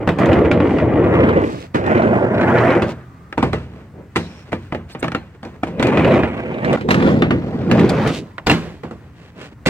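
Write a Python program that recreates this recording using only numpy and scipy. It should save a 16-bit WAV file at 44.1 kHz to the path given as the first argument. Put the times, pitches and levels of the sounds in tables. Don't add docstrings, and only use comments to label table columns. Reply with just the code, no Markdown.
import sys
import numpy as np
from scipy import signal
from scipy.fft import rfft, irfft, next_fast_len
from scipy.io import wavfile
from scipy.ndimage import uniform_filter1d, map_coordinates

SR = 44100
rng = np.random.default_rng(int(sys.argv[2]) if len(sys.argv) > 2 else 0)


def put_to_file(sound):
    columns = np.atleast_2d(sound).T
    safe = np.clip(columns, -1, 1)
    whole_steps = np.round(safe * 32767)
    wavfile.write(sys.argv[1], SR, whole_steps.astype(np.int16))


N = 427329

# t/s, level/dB, brightness/dB
RIDES = [
    [(0, -22, -4), (.16, -26.5, -2), (.22, -12.5, 4.5), (.34, -9, 0.5), (.56, -13.5, -3.5), (.73, -15, 1),
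     (.88, -12, -5), (1.26, -10, 3.5), (1.39, -13, 1), (1.66, -36.5, 2), (1.7, -62, -4)],
    [(1.746, -25.5, 16.5), (1.82, -22.5, 0.5), (1.89, -12, 3), (2.18, -12, -3.5), (2.28, -15, -4.5),
     (2.56, -11, 4), (2.76, -12, 6), (2.9, -23.5, -9), (2.96, -45, 9), (3.05, -48.5, 8)],
    [(5.7, -36.5, -8), (5.76, -27.5, -8.5), (5.85, -14.5, 1), (6.17, -9, -2), (6.3, -23.5, 3),
     (6.6, -24.5, 0.5), (6.68, -15, 0), (6.765, -10.5, -7)],
    [(6.77, -27, 13.5), (6.87, -20, -21), (6.9, -14.5, -0.5), (7.08, -10.5, 2), (7.28, -15, -14.5),
     (7.46, -23.5, -1.5), (7.69, -17, -5.5), (7.73, -7, -3.5), (7.93, -15, 0), (8.08, -15, 8),
     (8.24, -32.5, -16), (8.32, -51, 16)],
]
# f/Hz, level/dB
RIDE_COLOURS = [
    [(18, -59), (30, -30.5), (86, 4), (145, 0.5), (189, -1.5), (319, 0.5), (449, -2.5), (526, -2),
     (889, -10.5), (962, -11), (1320, -15), (2350, -23), (4780, -51.5), (16000, -61.5)],
    [(18, -67.5), (30, -46.5), (115, 2.5), (157, -6), (233, -1.5), (295, -10.5), (364, 0.5), (437, -8.5),
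     (632, -2.5), (1220, -7.5), (1460, -0.5), (2120, -11), (4080, -43.5), (16000, -60)],
    [(18, -68), (30, -31), (59, -16.5), (118, 4), (245, 4), (295, -5), (364, 3.5), (437, -5), (512, -0.5),
     (866, -5), (2480, -14), (3400, -31.5), (4780, -46.5), (16000, -61.5)],
    [(18, -52), (30, -24), (131, 2.5), (227, 1.5), (303, -3.5), (345, -3.5), (801, -15.5), (937, -19.5),
     (1010, -19), (3670, -39.5), (8300, -59.5), (10200, -61.5), (14400, -63), (16000, -70)],
]
RUB_EDGES_HZ = [800, 3300]
def rolling(roar_db=-14, grit_dbs=(-35, -24, -19, -27), grit_follows=.74, pebble_db=-8, pit_db=-6):
    out = np.zeros((2, N))
    for ride, colour, grit_db in zip(RIDES, RIDE_COLOURS, grit_dbs):
        times, *columns = np.transpose(ride)
        t = np.arange(times[0], times[-1], 1 / SR)
        level_db, bright_db = (np.interp(t, times, column) for column in columns)
        bumps = evened(ports(grains(len(t), per_s=3000, spread_db=2), colour))
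        panels = amp(-8) * evened(damped_ring(RAMP_NOTES, bumps))
        deck = amp(-1) * damped_ring(DECK_NOTES, bumps)
        body = patchy(bumps + panels + deck, depth_db=2.8)
        boom, middle, high = (evened(band) for band in split(body, RUB_EDGES_HZ))
        ticks = amp(pebble_db) * pebbles(len(t)) + amp(pit_db) * pits(len(t))
        roar = amp(roar_db + bright_db) * (middle + ticks)
        grit = amp(grit_db + grit_follows * bright_db) * high
        shake_db = 1.01 * wander(len(t), per_s=90)
        fade = signal.windows.tukey(len(t), .006)
        add(out, times[0], (boom + roar + grit) * amp(level_db + shake_db) * fade)
    return out


def damped_ring(notes, bumps):
    return sum(amp(db) * signal.lfilter(*signal.iirpeak(hz, Q=hz * t60 / 5.5, fs=SR), bumps)
               for hz, db, t60 in notes)


def pebbles(size, t60=.014):
    t = np.arange(SR // 40) / SR
    tick = rng.standard_normal((2, len(t))) * amp(-60 * t / t60)
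    cracks = grains(size, per_s=160, spread_db=1.5)[:1]
    ticks = ports(signal.oaconvolve(cracks, tick, axes=1)[:, :size], CONTACT_COLOUR)
    return evened(signal.sosfilt(signal.butter(4, [1300, 3200], "band", fs=SR, output="sos"), ticks))


def pits(size, per_s=14, spread_db=1.8):
    strength = amp(spread_db * np.minimum(rng.exponential(1, size), 3))
    drops = strength * (rng.random(size) < per_s / SR)
    clack = blow(levels_db=(-4, -3, 1, -25), ringing=.3)
    return signal.oaconvolve(drops[None], clack, axes=1)[:, :size]


# f/Hz, level/dB, t60/s (the time to fade by 60 dB)
RAMP_NOTES = [(70.7, -11.5, 0.84), (92.55, -6.5, 0.56), (127.5, -7.5, 0.71), (165.9, -3, 0.44),
              (188.7, -8, 0.45), (229.5, -1, 0.31), (288.5, 4.5, 0.1), (335.4, 4, 0.18), (436, -2.5, 0.098),
              (479, 4, 0.075)]
# f/Hz, level/dB, t60/s
DECK_NOTES = [(510, -15, 0.21), (604.6, -10.5, 0.16), (657, -11, 0.13), (782, -9, 0.14), (887, -11.5, 0.13),
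              (977, -11.5, 0.082), (1130, -7, 0.032), (1405, -13, .06), (1680, -18, 0.032),
              (1980, -4.5, 0.026), (2440, -8.5, 0.032), (4190, -29, 0.026)]
# f/Hz, level/dB
CONTACT_COLOUR = [(24, -35), (45, -22.5), (90, -5.5), (226, 1.5), (450, -1.5), (850, -8.5), (1700, -10),
                  (2700, -16), (3400, -22.5), (4400, -28), (5500, -34), (8600, -39.5), (16000, -50.5)]
# f/Hz, t60/s
RATTLE_FADE = [(100, 0.5), (260, 0.78), (700, 0.53), (1840, 0.51), (4850, 0.88), (14000, 0.34)]
BLOW_EDGES_HZ = [400, 1200, 3500]
def blow(levels_db, ringing, contact_t60=.016, clatter_t60=.18, ramp_rise_s=.0087, squash_s=.00052):
    t = np.arange(SR // 2) / SR
    noise = evened(patchy(ports(rng.standard_normal((2, len(t))), CONTACT_COLOUR), depth_db=3))
    ramp = amp(-5) * ring(RAMP_NOTES, t) * (1 - np.exp(-t / ramp_rise_s))
    deck = amp(2) * ring(DECK_NOTES, t)
    contact = amp(5 - 60 * t / contact_t60)
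    clatter = amp(-60 * t / (clatter_t60 * ringing))
    squash = 1 - np.exp(-t / squash_s)
    centres_hz, onsets_s = (200, 700, 2000, 7000), (.025, .02, .015, .015)
    bands = zip(split(noise, BLOW_EDGES_HZ), split(ramp + deck, BLOW_EDGES_HZ))
    out = 0
    for (hiss, tones), hz, onset_s, db in zip(bands, centres_hz, onsets_s, levels_db):
        rattle = ringing * amp(-13 - 60 * t / read(RATTLE_FADE, hz))
        part = squash * (hiss * (contact + clatter + rattle) + ringing * tones)
        out = out + amp(db) * part / part[:, t < onset_s].std()
    return out


# thump/dB, knock/dB, clack/dB, crack/dB
HARDNESS = (-0.39, -0.46, 0.14, 0.98)
# thump/dB, knock/dB, clack/dB, crack/dB
LIGHTNESS = (-4, -3, 13.5, -5)
# t/s, level/dB, hardness/dB, ringing/factor, second wheel's delay/s
LANDINGS = [(0.075, -17.5, -5.5, .8, 0), (0.09, -17.5, -4, 0.56, 0.00022), (0.186, -21, -4, 1, 0.0049),
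            (1.745, -20, -4, 0.96, 0.01), (2.821, -20, 0, 0.75, 0), (2.89, -30, -4.5, 1, 0),
            (3.378, -19, -5, 0.76, 0.0025), (3.427, -15.5, -4, 0.87, 0.0017),
            (3.531, -20, -1, 0.72, 0.00051), (4.159, -17.5, 6, 0.63, 0.0056),
            (4.52, -28.5, 0, 0.75, 0.00059), (4.529, -21.5, -3, 0.64, 0), (4.723, -25, -5, 0.59, 0.024),
            (4.949, -32.5, -7.5, 0.49, 0.00039), (5.027, -21.5, -0.5, 0.63, 0.015),
            (5.081, -28.5, 3.5, .22, 0.0038), (5.118, -29, 3, 0.35, 0), (5.148, -20, -0.5, 0.41, 0.00083),
            (5.43, -33.5, 0, 0.93, 0.02), (5.633, -20.5, -4.5, 0.55, 0.0016), (5.67, -33, -2, 1, 0.0062),
            (5.796, -19.5, -2.5, .76, 0.0024), (5.826, -18.5, 6.5, .44, 0),
            (5.869, -35.5, 20.5, 0.57, 0.0021), (6.888, -17.5, -2.5, 0.8, 0.0024),
            (6.907, -16, 8.5, 0.48, 0.0047), (6.943, -20.5, 8, 0.36, 0), (7.713, -19, 7.5, 0.44, 0),
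            (7.894, -37, 21, 0.44, 0.0068), (8.074, -30, 16, 1, 0), (8.468, -13.5, 7.5, 0.85, 0),
            (8.497, -12.5, 5.5, .75, 0.016), (8.834, -31.5, -4, 0.9, 0), (8.91, -35, -2.5, 1, 0.0027),
            (9.66, -14.5, 6.5, 0.97, .009)]
def landings(bands_db=(1, 0, -8, -13), touch_db=-15, lead_s=.004):
    out, t = np.zeros((2, N)), np.arange(SR // 2) / SR
    for start, db, hard_db, ringing, delay_s in LANDINGS:
        levels_db = db + np.array(bands_db) + hard_db * np.array(HARDNESS)
        levels_db += (1 - ringing) * np.array(LIGHTNESS)
        hit = blow(levels_db, ringing)
        add(out, start, hit)
        add(out, start - lead_s, ringing * amp(touch_db) * hit * np.exp(-t / (2 * lead_s)))
        if delay_s > lead_s:
            add(out, start + delay_s, blow(levels_db - 1, ringing))
    return out


# f/Hz, level/dB, t60/s
COPING_NOTES = [(1060, -8, 0.28), (2730, 8, 0.072), (2980, -25, 0.062), (4140, -6, 0.19),
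                (4340, -15.5, 0.25), (6647, -28, 0.13), (8340, -45, 0.092)]
# t/s, level/dB
COPING_HITS = [(4.160, -38), (5.029, -37), (5.149, -35), (8.469, -29), (8.499, -14), (9.664, -24)]
def coping():
    out, t = np.zeros((2, N)), np.arange(SR // 2) / SR
    for start, db in COPING_HITS:
        chatter = 1 + .28 * wander(len(t), per_s=290)
        add(out, start, amp(db) * chatter * ring(COPING_NOTES, t))
    return out


# t/s, level/dB, hardness/dB
SEAMS = [(0.257, -30, 11.5), (0.33, -22, 4.5), (0.449, -29.5, -2.5), (0.514, -15.5, -2),
         (0.602, -19.5, -13), (0.785, -24, -5.5), (1.04, -31, 0), (1.14, -29.5, 1), (1.29, -21, -8.5),
         (1.863, -31, 7.5), (2.41, -30.5, 5), (5.973, -16.5, -4), (6.046, -18, -4), (6.139, -20.5, -4),
         (6.233, -19, -10), (6.647, -21.5, 1), (6.729, -26, 12.5), (6.81, -32, 7.5), (7.221, -13.5, -6.5),
         (7.307, -16.5, -2), (7.794, -25, 12.5)]
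def seams(bands_db=(-.5, -8, -1, -19)):
    out = np.zeros((2, N))
    for start, db, hard_db in SEAMS:
        add(out, start, blow(db + np.array(bands_db) + hard_db * np.array(HARDNESS), ringing=.6))
    return out


# t/s, level/dB
CATCHES = [(3.326, -24.5), (8.381, -23.5)]
def catches(bands_db=(-26, -8.5, -3.5, -23)):
    out = np.zeros((2, N))
    for start, db in CATCHES:
        add(out, start, amp(db) * blow(bands_db, ringing=.32))
    return out


# t/s, length/s, level/dB, sharpness/dB
RUBS_AND_HISSES = [(0.733, 0.22, -56.5, 14), (1.501, 0.22, -53.5, 16.5), (1.62, .09, -48.5, 10.5),
                   (2.9, 0.047, -46, 14.5), (3.602, 0.13, -47.5, -1.5), (3.773, 0.18, -50, -5.5),
                   (3.999, 0.12, -56, -15), (4.333, 0.31, -49, 1), (4.486, 0.039, -49, -2),
                   (4.64, .11, -55, 5), (4.91, 0.035, -45.5, 6), (5.011, 0.08, -50, -2),
                   (5.353, 0.035, -51, -3), (5.555, 0.064, -50.5, -6.5), (8.159, 0.085, -48.5, 23),
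                   (8.635, 0.21, -41.5, -4.5), (9.051, 0.13, -56, -3), (9.236, .17, -51, 1.5),
                   (9.391, 0.065, -47.5, -6), (9.432, 0.099, -40, 2), (9.526, 0.026, -51.5, -2)]
def rubs_and_hisses(groan_db=5.5, hiss_db=-4.5):
    out, t = np.zeros((2, N)), np.arange(SR // 2) / SR - .25
    for peak_s, length, level_db, sharp_db in RUBS_AND_HISSES:
        noise = ports(grains(len(t), per_s=2200, spread_db=2.5), CONTACT_COLOUR)
        groan, rasp, hiss = (evened(band) for band in split(noise, RUB_EDGES_HZ))
        blend = amp(groan_db - sharp_db) * groan + rasp + amp(hiss_db + sharp_db) * hiss
        swell = amp(level_db) * np.exp(-(2 * t / length) ** 2)
        add(out, peak_s + t[0], swell * blend)
    return out


# t/s, length/s, first f/Hz, last f/Hz, level/dB
SQUEAKS = [(4.9, .06, 3200, 5400, -44), (4.988, .03, 6800, 10000, -39), (7.889, .014, 4200, 4700, -22)]
def squeaks():
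    out = np.zeros((2, N))
    for start, length, first_hz, last_hz, db in SQUEAKS:
        size = int(length * SR)
        hz = np.linspace(first_hz, last_hz, size) * (1 + .13 * wander(size, per_s=2500))
        phase = 2 * np.pi * np.cumsum(hz) / SR
        tone = sum(np.sin(k * phase) * (k * hz < TOP_HZ) / k for k in range(1, 4))
        add(out, start, np.tile(amp(db) * evened(tone) * np.hanning(size), (2, 1)))
    return out


# t/s, length/s, f/Hz, level/dB
SOFT_TONES = [(1.44, .25, 5200, -57), (1.48, .21, 2400, -52), (2.9, .52, 1200, -51), (4.14, .34, 5450, -54),
              (4.145, .15, 4000, -44), (4.14, .34, 2450, -54), (8.17, .3, 1000, -53)]
def soft_tones():
    out = np.zeros((2, N))
    for start, length, hz, db in SOFT_TONES:
        size = int(length * SR)
        tone = signal.lfilter(*signal.iirpeak(hz, Q=14, fs=SR), rng.standard_normal((2, size)))
        add(out, start, amp(db) * evened(tone) * signal.windows.tukey(size, .5))
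    return out


# f/Hz, level/dB
WIND_COLOUR = [(25, -20), (80, 3.5), (140, 2), (300, -9.5), (600, -20.5), (1000, -20), (1900, -23),
               (3300, -38), (8000, -42), (16000, -43.5)]
def wind(level_db=-41):
    gust_db = wander(N, per_s=6)
    rush = patchy(ports(rng.standard_normal((2, N)), WIND_COLOUR), depth_db=1.8)
    return amp(level_db + gust_db) * evened(rush)


def amp(db):
    return 10 ** (np.asarray(db) / 20)


def evened(x):
    return x / np.sqrt(np.mean(x ** 2) + 1e-20)


def read(points, hz):
    f, value = np.transpose(points)
    return np.interp(np.log(hz + 1), np.log(f + 1), value)


def add(mix, start, sound):
    part = mix[:, max(round(start * SR), 0):][:, :sound.shape[1]]
    part += sound[:, :part.shape[1]]


def split(x, edges_hz):
    bands = []
    for hz in edges_hz:
        low, high = (signal.butter(2, hz, kind, fs=SR, output="sos") for kind in ("low", "high"))
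        bands.append(signal.sosfilt(np.vstack([low, low]), x))
        x = signal.sosfilt(np.vstack([high, high]), x)
    return bands + [x]


def ring(notes, t):
    hz, db, t60 = np.transpose(notes)[:, :, None]
    phase, apart = rng.standard_normal((len(hz), 2)).T[:, :, None]
    apart = apart * np.sqrt(2 * np.clip(1 - read(PORT_LIKENESS, hz), 0, 1)) / 2
    fade = amp(db - 60 * t / t60)
    angle = 2 * np.pi * (hz * t + phase)
    return np.array([(fade * np.sin(angle + side * apart)).sum(0) for side in (1, -1)])


def grains(size, per_s, spread_db):
    strength = amp(spread_db * np.minimum(rng.exponential(1, size), 4.5))
    taps = strength * (rng.random(size) < per_s / SR)
    return evened(taps * rng.choice([-1., 1.], (2, size)))


def wander(size, per_s):
    values = rng.standard_normal(int(size * per_s / SR) + 2)
    return evened(np.interp(np.arange(size) * per_s / SR, np.arange(len(values)), values))


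def patchy(x, depth_db):
    hz, _, spectrum = signal.stft(x, SR, nperseg=1024, noverlap=768)
    patches = uniform_filter1d(rng.standard_normal(spectrum.shape[1:]), 3, axis=0)
    patches = evened(uniform_filter1d(patches, 5, axis=1))
    share = np.minimum(hz / 450, 1)[:, None]
    _, flickering = signal.istft(spectrum * amp(depth_db * share * patches), nperseg=1024, noverlap=768)
    return flickering[:, :x.shape[1]]


# f/Hz, likeness/0-1
PORT_LIKENESS = [(60, 0.98), (130, 0.97), (290, 0.97), (640, 0.89), (1400, 0.67), (3100, 0.69), (7000, 0.1),
                 (15000, 0.6)]
def ports(pair, colour):
    size = pair.shape[1]
    padded = next_fast_len(size)
    hz, (a, b) = np.fft.rfftfreq(padded, 1 / SR), rfft(pair, padded)
    same = np.clip(read(PORT_LIKENESS, hz), 0, 1)
    mid, side = a * np.sqrt((1 + same) / 2), b * np.sqrt((1 - same) / 2)
    return irfft(np.array([mid + side, mid - side]) * amp(read(colour, hz)), padded)[:, :size]


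# t/s, left side's delay/ms, left level over right/dB
BOARD_PATH = [(0, -0.0068, -1.5), (1.001, 0.043, 1.2), (1.6, 0.45, -1.5), (2.1, 0.25, -2),
              (2.7, -0.024, -0.3), (3.3, -0.12, -0.7), (5.9, -0.087, -0.2), (6.702, 0.3, -2.5),
              (6.8, -0.29, -2), (7.25, -0.22, 0), (7.75, -0.066, -0.5), (8.3, 0.065, -1.2),
              (9.69, 0.12, -1)]
def placed(board):
    times, lag_ms, left_db = np.transpose(BOARD_PATH)
    samples = np.arange(N)
    lag = np.interp(samples / SR, times, lag_ms) * SR / 1000
    tilt_db = np.interp(samples / SR, times, left_db)
    return np.array([amp(side * tilt_db / 2) * map_coordinates(x, [samples - side * lag / 2], order=3)
                     for x, side in zip(board, (1, -1))])


def scene():
    board = rolling() + landings() + coping() + seams() + catches()
    board += rubs_and_hisses() + squeaks() + soft_tones()
    return placed(board) + wind()


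TOP_HZ = 16200
# f/Hz, level/dB
MICROPHONE = [(20, -12), (50, -0.5), (8800, -2.5), (9800, -9.5), (16000, -5)]
def record(dry, ceiling=.9):
    response = amp(read(MICROPHONE, np.fft.rfftfreq(2 * N, 1 / SR)))
    heard = irfft(rfft(dry, 2 * N) * response)[:, :N]
    rounded = heard / (1 + (heard / ceiling) ** 4) ** (1 / 4)
    lowpass = signal.firwin(511, TOP_HZ, window=("kaiser", 9), fs=SR)
    return signal.oaconvolve(rounded, lowpass[None], "same")


dry = scene()
out = record(dry)
put_to_file(out)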